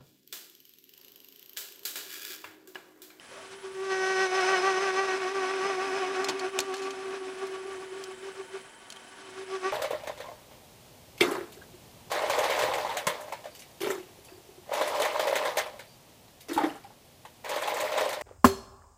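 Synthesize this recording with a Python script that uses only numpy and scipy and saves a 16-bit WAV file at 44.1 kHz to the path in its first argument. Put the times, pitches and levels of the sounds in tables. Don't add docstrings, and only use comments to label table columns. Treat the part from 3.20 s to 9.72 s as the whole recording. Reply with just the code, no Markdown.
import sys
import numpy as np
from scipy import signal
from scipy.fft import rfft, irfft, next_fast_len
from scipy.io import wavfile

SR = 44100
rng = np.random.default_rng(int(sys.argv[2]) if len(sys.argv) > 2 else 0)


def dump(signal):
    limited = np.clip(np.atleast_2d(signal).T, -1, 1)
    pcm = np.round(limited * 32767).astype(np.int16)
    wavfile.write(sys.argv[1], SR, pcm)


N = 287538

# t/s, roughness/0-1
ROUGHNESS = [(0, .8), (.5, .5), (.7, .25), (1.05, .25), (1.2, .5), (2, .55), (3.5, .6), (4.3, .9), (6.1, 1),
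             (6.35, .4), (6.52, .4)]
SHAFT_HZ = 23.5


def from_db(db):
    return 10 ** (np.asarray(db) / 20)


def rms_one(x):
    return x / np.sqrt(np.mean(x ** 2) + 1e-20)


def in_time(rows):
    s, *columns = np.transpose(rows)
    return [np.interp(np.arange(N) / SR, s, c) for c in columns]


def drift(rate):
    r = np.exp(-40 * np.pi * rate / SR)
    noise = rng.standard_normal(N // 20 + 4002)
    slow = signal.lfilter([1], [1, -2 * r, r * r], noise)[4000:]
    return np.interp(np.arange(N) / 20, np.arange(len(slow)), rms_one(slow))


def colour(x, spectrum):
    hz, db = np.transpose(spectrum)
    size = next_fast_len(N)
    bins = np.maximum(np.fft.rfftfreq(size, 1 / SR), 1)
    gain = from_db(np.interp(np.log(bins), np.log(hz), db))
    gain = gain * np.minimum(bins / hz[0], 1) ** 2
    return rms_one(irfft(rfft(x, size) * gain, size)[:N])


def resonate(x, modes):
    out = 0
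    for hz, width_hz, db in modes:
        r = np.exp(-np.pi * width_hz / SR)
        section = [1, 0, -1, 1, -2 * r * np.cos(2 * np.pi * hz / SR), r * r]
        out = out + from_db(db) * rms_one(signal.sosfilt([section, section], x))
    return out


def ring(force, hz, t60):
    r, w = from_db(-60 / (t60 * SR)), 2 * np.pi * hz / SR
    return signal.lfilter([0, np.sin(w)], [1, -2 * r * np.cos(w), r * r], force + 1e-18)


def chatter(phase, pitch_hz, swing_db, blow_db):
    # t/s, second harmonic/dB,
    # fourth and higher, and half orders/dB
    blow_shape = [(0, -21, -10), (.5, -6, -12), (.7, -1.5, -1), (.88, 2, 2.5), (1.02, 5.5, 5),
                  (1.2, 3.5, -1.5), (1.32, -1, -1.5), (1.42, 2, -4.5), (1.55, 0, 0), (1.85, 1.5, -2),
                  (2.2, -3, -6.5), (2.6, 4.5, -3.5), (3.0, -1.5, -7), (3.6, 0.5, -14), (4.5, 0, -18),
                  (5.4, 2, -31), (6.2, -1, -18), (6.52, -8.5, -8)]
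    # multiple, relative level/dB
    upper = [(.5, -25), (1.5, -11.5), (2.5, -16), (4, 1), (5, -0.5), (6, -8.5), (7, -9), (8, -13.5),
             (9, -20), (11, -13.5), (12, -21), (13, -19), (14, -19), (15, -17), (16, -13)]
    second_db, upper_db = in_time(blow_shape)
    rough, = in_time(ROUGHNESS)
    overtones = [(2, second_db), (3, 0.63)] + [(k, upper_db + db) for k, db in upper]
    grip = rough * drift(28)
    out = from_db(swing_db - 2.5 + 2.95 * grip) * np.sin(phase)
    for k, db in overtones:
        flutter = from_db(1.4 * grip + 2.6 * rough * drift(20))
        smear = .25 * rough * drift(30) + .5 * drift(2)
        level = from_db(blow_db + db + flare_db(k * pitch_hz) - 6.5) * flutter
        out += level * np.sin(k * phase + smear + rng.uniform(0, 2 * np.pi))
    return np.sqrt(2) * out


def flare_db(hz):
    flares = [(736.6, 29, 6.5), (1162, 43, 4.5), (1514, 20, 5), (1897, 36, 4), (2211, 63, 14.5),
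              (2960, 36, 9)]
    lift = 0
    for centre, width, db in flares:
        if abs(hz.mean() - centre) < 150:
            lift = lift + db / (1 + (2 * (hz - centre) / width) ** 2)
    return lift


def pitch():
    # t/s, mean f/Hz, depth of waver either way/Hz (below 0 counts as none)
    mean_pitch = [(0.0, 390.3, 7.5), (0.6, 383.6, -1.5), (0.95, 376.6, 0.8), (1.15, 374.5, 10.0),
                  (1.4, 376.9, 9), (1.65, 385.4, 8), (2.3, 379.9, 6.9), (3.1, 382, 9), (3.7, 385.3, 6),
                  (4.1, 381.1, 4), (6.52, 381.8, 5.5)]
    # t/s, wavers per second/Hz
    waver_rate = [(0.0, 4.92), (1.1, 6.99), (1.7, 5.75), (2.4, 5.9), (2.8, 7.49), (3.3, 7.42), (3.6, 7.96),
                  (4.6, 7.24), (5.2, 7.04), (6.5, 6.9)]
    runout_bend_hz, uneven_hz = 2.48, 2.0
    mean_hz, depth_hz = in_time(mean_pitch)
    waver = np.maximum(depth_hz, 0) * np.cos(2 * np.pi * cycles(waver_rate, 0))
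    return mean_hz + waver + runout_bend_hz * runout() + uneven_hz * drift(11.9)


def load():
    # t/s, tool swing/dB, blows on the work/dB, tearing chip/dB,
    # throb depth/dB (below 0 counts as none)
    cut = [(0.0, -78, -79.7, -59.5, 0.1), (0.15, -52.5, -60, -50.5, 0.0), (0.38, -49, -72, -55, 6.1),
           (0.58, -34.5, -46, -49, 4.1), (0.75, -29, -35.5, -39, -1.5), (1.05, -28.1, -38.5, -33.5, 2.5),
           (1.35, -28.5, -31, -32, 1), (2.05, -31.0, -38, -37.4, 1), (2.95, -31.5, -39, -36.5, 1.5),
           (3.4, -34.5, -44, -42.5, 5.5), (4.2, -36.5, -51, -46, 3.5), (4.8, -39.5, -56.5, -48.5, 2.4),
           (5.38, -45.5, -67, -53.5, 19.5), (5.52, -67.8, -72, -59.5, 7), (5.95, -58.5, -62.5, -53.5, -1),
           (6.25, -39.5, -60, -49, 2), (6.46, -31.5, -32, -39.2, 22), (6.52, -36, -40, -38.8, 15)]
    # t/s, throbs per second/Hz
    throb_rate = [(0.0, 10.2), (1.0, 6.27), (1.65, 6.33), (2.0, 7.68), (2.7, 7.45), (3.05, 8.07),
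                  (3.4, 7.18), (5.9, 6.97), (6.5, 7.94)]
    # t/s, change of level/dB, half length to 1/e/s
    jolts = [(.325, 4, 0.016), (0.42, -5, .015), (.46, 5, 0.021), (0.726, 3, 0.015), (0.907, 0, 0.015),
             (1.1, -4, 0.023), (1.16, 2, .02), (2.0, -6, 0.017), (2.135, -6.5, 0.012), (2.465, 2, 0.0075),
             (3.32, -7.5, .02), (3.524, 3, 0.033), (4.23, 3.5, 0.027), (4.42, -0.5, 0.016),
             (4.685, -5, 0.022), (4.956, -8.5, 0.022), (6.2, 5.5, .03), (6.258, -7, 0.022)]
    first_throb_s, runout_share = .2385, 0.24
    blows_follow, chip_follows = 1.5, 0.68
    blow_throb_db, uneven_db = 2, 2.5
    full_throb_roughness = .55
    swing_db, blow_db, chip_db, depth_db = in_time(cut)
    rough, = in_time(ROUGHNESS)
    t = np.arange(N) / SR
    throb = np.abs(np.cos(np.pi * cycles(throb_rate, first_throb_s))) - 2 / np.pi
    jolt_db = sum(db * np.exp(-((t - s) / half_s) ** 2) for s, db, half_s in jolts)
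    load_db = np.maximum(depth_db, 0) * (throb + runout_share * runout()) + jolt_db
    unsteady = np.minimum(rough / full_throb_roughness, 1)
    blow_db = blow_db + blows_follow * load_db
    blow_db = blow_db + unsteady * (blow_throb_db * throb + uneven_db * drift(15))
    return swing_db + load_db, blow_db, chip_db + chip_follows * load_db


def cycles(rates, since_s):
    rate, = in_time(rates)
    count = np.cumsum(rate) / SR
    return count - count[round(since_s * SR)]


def runout():
    spindle_hz, high_spot_s = 3.387, 0.0918
    return np.cos(2 * np.pi * spindle_hz * (np.arange(N) / SR - high_spot_s))


def chip(phase, chip_db):
    # t/s, hiss and bit/dB, boom of the slide/dB
    chip_tone = [(0, 5, 7), (.5, 4.5, -7), (.8, 3.5, -17), (1.3, 1.5, -31), (2, 1.5, 3), (2.7, 0, 6),
                 (3.3, -1, 10), (4, 1, 9.5), (5, 1.5, 2.5), (5.5, 1.5, -2), (6, 4, 12.5), (6.52, 1.5, -1.5)]
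    # f/Hz, relative density/dB
    tearing_spectrum = [(60, -45), (150, -32), (300, -4.5), (500, 0.5), (900, 1.5), (1500, 7.5),
                        (2000, 4.5), (2600, 0), (3400, -5), (5000, -19), (16000, -40)]
    hiss_spectrum = [(1500, -3), (2600, 1), (3400, 5), (4700, 1.5), (6100, 1), (6700, -3.5), (8600, -7),
                     (9200, -10), (10600, -13.5), (11800, -27), (16000, -42)]
    # f/Hz, width/Hz, relative level/dB
    post_modes = [(183, 78, -21.5), (407, 88, -9), (557.6, 38, -15.5), (689.6, 55, -5), (725.6, 23, -10.5),
                  (846, 114, -9.5), (946, 44, -9.5), (1122, 78, -3), (1443, 125, -6), (1636, 49, -9.5),
                  (1807, 42, -15), (2205, 30, -10), (2517, 270, -5.5), (2957, 36, -13)]
    slide_modes = [(278, 27, -20.5)]
    hiss_db, boom_db = in_time(chip_tone)
    rough, = in_time(ROUGHNESS)
    tearing = from_db(-4.5) * colour(fractures(phase, depth=0.52, grain_db=0.5), tearing_spectrum)
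    post = from_db(-5.5) * resonate(fractures(phase, depth=0.43, grain_db=4.5), post_modes)
    slide = from_db(boom_db) * resonate(rng.standard_normal(N), slide_modes)
    face = from_db(-10.0) * colour(fractures(phase, depth=0.29, grain_db=0.5), hiss_spectrum)
    singing = from_db(-13.0 + 0.43 * (chip_db + 27.5)) * bit(phase)
    ragged = np.minimum(2 * rough, 1) ** 0.43
    curling = from_db(1.13 * drift(19.4))
    body = ragged * (tearing + post + slide)
    return from_db(chip_db) * curling * (body + from_db(hiss_db) * (face + singing))


def fractures(phase, depth, grain_db):
    digging = np.maximum(1 + depth * np.cos(phase), 0)
    return rng.standard_normal(N) * digging * from_db(grain_db * drift(700))


def bit(phase):
    # f/Hz, width/Hz, relative level/dB
    bit_modes = [(4200, 300, -10), (5135, 110, -1), (5280, 110, -1), (5980, 300, -4), (6270, 150, -11),
                 (8270, 180, -15), (8600, 250, -16), (11350, 350, -25)]
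    rough, = in_time(ROUGHNESS)
    pulses = sum(np.cos(k * phase) for k in range(9, 34))
    struck = from_db(2.0 * drift(25)) * resonate(pulses, bit_modes)
    scraped = resonate(fractures(phase, depth=0.24, grain_db=0.0), bit_modes)
    return (1 - rough) * struck + np.sqrt(rough) * scraped


def graze():
    # t/s, mean f/Hz, relative level/dB
    touches = [(.08, 509, -77), (.12, 533, -47), (.15, 571, -55), (.18, 607, -45), (.22, 609, -52),
               (.27, 570, -75)]
    hz, db = in_time(touches)
    t = np.arange(N) / SR
    phase = 2 * np.pi * np.cumsum(hz + 60 * drift(150)) / SR
    tone = sum(np.sin(k * phase) / k for k in (1, 2, 3))
    sounding = (t > touches[0][0]) * (t < touches[-1][0])
    return from_db(db + 2.0 * drift(60)) * tone * sounding


def clicks():
    # t/s, level/dB, treble lift/dB, decay time of the scrape/s, rod's ping relative to level/dB
    touches = [(3.044, -13.5, -4, 0.0029, -35), (3.0856, -13, -18, 0.007, -21),
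               (3.095, -16, -11, 0.0047, -30), (3.1006, -35, -1, 0.0033, -30),
               (3.194, -21.5, -8, 0.0048, -33), (3.3896, -4.5, -2.5, 0.00037, -30),
               (3.4034, -16, 6, 0.0019, -25), (3.5405, -20, -5, .003, -33), (3.555, -29, 0, 0.0042, -23),
               (3.567, -29, 2, .003, -28), (3.579, -31, -16, 0.023, -25), (3.62, -30.5, -12, .04, -25),
               (3.7064, -24, -13, 0.0037, -30), (4.27, -42, 14, .002, -25), (4.8388, -27, 8, 0.0011, -17),
               (5.7027, -33.5, 13.5, 0.0017, -3), (5.7237, -25, -1, .001, -29),
               (5.762, -43, 12, 0.0038, -1), (5.77, -47, -2, .002, 9.5)]
    # f/Hz, relative level/dB, t60/s
    steel_modes = [(690, -10, 0.04), (860.8, -10, 0.044), (1370, -13, .03), (1950, -13, .03),
                   (2480, -5, 0.04), (3175, -10, 0.04), (3600, -1, 0.0079), (4310, -0.5, 0.051),
                   (5220, -7, 0.029), (6040, -7, 0.035), (6583, -9, 0.028), (7130, -5, 0.037),
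                   (8900, -22, .025), (11550, -10, .015)]
    # f/Hz, relative density/dB
    crack_spectrum = [(100, -63), (600, -3.5), (1500, -7), (2500, 1), (4200, 2.5), (7000, 1.5), (8200, -6),
                      (11500, -10.5), (13500, -24), (16000, -36)]
    rod_hz, rod_t60_s = 3164, 0.024
    t = np.arange(N // 20) / SR
    crack = colour(rng.standard_normal(N), crack_spectrum)
    ping = np.sin(2 * np.pi * rod_hz * t) * np.exp(-np.log(1000) * t / rod_t60_s)
    snap = np.sin(2 * np.pi * 5500 * t) * np.exp(-t / .0002)
    treble = signal.butter(1, 8000, "high", fs=SR, output="sos")
    out = np.zeros(N + len(t))
    for s, peak_db, bright_db, scrape_s, ping_db in touches:
        force = 0.14 * rng.standard_normal(len(t)) * np.exp(-t / scrape_s)
        force[0] = 1
        rings = 0
        for hz, db, t60 in steel_modes:
            favour = from_db(db + rng.normal(0, 2))
            rings = rings + favour * ring(force, hz * rng.uniform(.96, 1.04), t60)
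        dying = np.exp(-t / (0.0023 + scrape_s)) + from_db(-31) * np.exp(-t / 0.053)
        start = rng.integers(N - len(t))
        hit = from_db(-9.0) * rings / np.abs(rings).max()
        hit = hit + from_db(-13.5) * crack[start:start + len(t)] * dying
        hit = hit + from_db(-11) * snap * np.exp(-scrape_s / 0.0024)
        bright = hit + (from_db(bright_db) - 1) * signal.sosfilt(treble, hit)
        at = round(s * SR)
        out[at:at + len(t)] += from_db(peak_db) * (bright + from_db(ping_db) * ping)
    return signal.sosfilt(signal.butter(2, 350, "high", fs=SR, output="sos"), out[:N])


def thuds():
    # t/s, relative level/dB
    knocks = [(3.089, -30.5), (3.397, -40)]
    # f/Hz, relative density/dB
    bed_spectrum = [(80, -21), (140, -4), (260, -1), (500, -5), (900, 1.5), (1600, -18), (4000, -40)]
    t = np.arange(N) / SR
    level = sum(from_db(db) * (t > s) * np.exp(-np.abs(t - s) / 0.029) for s, db in knocks)
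    return from_db(-4.0) * level * colour(rng.standard_normal(N), bed_spectrum)


def drive():
    # f/Hz, relative density/dB
    rush_spectrum = [(25, -10), (70, -11), (130, -1.5), (300, -2.5), (520, 2), (1000, -6.5), (1700, 1),
                     (2500, -6), (3600, -8), (5000, -12), (8600, -10.5), (9400, -17), (10800, -23),
                     (12000, -25.5), (16000, -28)]
    # f/Hz, width/Hz, relative level/dB
    gear_modes = [(50.6, 2.7, -78), (100.3, 2.8, -71), (188, 12, -79), (237.6, 12, -65.5),
                  (298, 170, -61.5), (674, 31, -81), (910, 94, -57.5), (1499, 44, -58.5), (3080, 120, -58)]
    # f/Hz, width/Hz, level/dB
    whistle_modes = [(9810, 50, -73), (10100, 65, -72.5), (10470, 99, -78), (9970, 600, -68.5)]
    rush_db = -54.5
    shaft = np.sin(2 * np.pi * SHAFT_HZ * np.arange(N) / SR + 0.4 * drift(3.5))
    rush = from_db(rush_db + 1.0 * shaft + 1.5 * drift(6.4)) * colour(rng.standard_normal(N), rush_spectrum)
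    gears = from_db(-5.0 + 1.6 * shaft + 0.87 * drift(11)) * resonate(rng.standard_normal(N), gear_modes)
    whistle = resonate(rng.standard_normal(N), whistle_modes)
    return rush + gears + squeak() + whistle


def squeak():
    # t/s, mean level/dB
    squeak_level = [(0, -68.5), (4.2, -65.5), (5.5, -64), (5.9, -69), (6.52, -68)]
    from_hz, to_hz, width_hz = 7400, 8950, 840
    turn = (SHAFT_HZ * np.arange(N) / SR + .1 * drift(8)) % 1
    hz = from_hz + (to_hz - from_hz) * turn + 200 * drift(20)
    low_pass = signal.butter(2, width_hz / 2, fs=SR, output="sos")
    narrow = signal.sosfilt(low_pass, rng.standard_normal(N))
    carrier = np.sin(2 * np.pi * np.cumsum(hz) / SR)
    level_db, = in_time(squeak_level)
    return from_db(level_db + 2.0 * drift(8)) * rms_one(narrow * np.sin(np.pi * turn) * carrier)


def scene():
    swing_db, blow_db, chip_db = load()
    rough, = in_time(ROUGHNESS)
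    blow_db = np.minimum(blow_db, swing_db + 6)
    pitch_hz = pitch()
    phase = 2 * np.pi * np.cumsum(pitch_hz + 3.0 * rough * drift(35)) / SR
    cutting = graze() + chatter(phase, pitch_hz, swing_db, blow_db) + chip(phase, chip_db)
    return (cutting + clicks() + thuds() + drive())[None]


def record(dry):
    cutoff_hz = 15850
    return signal.sosfilt(signal.ellip(10, .1, 80, cutoff_hz, fs=SR, output="sos"), dry)


dry = scene()
out = record(dry)
dump(out)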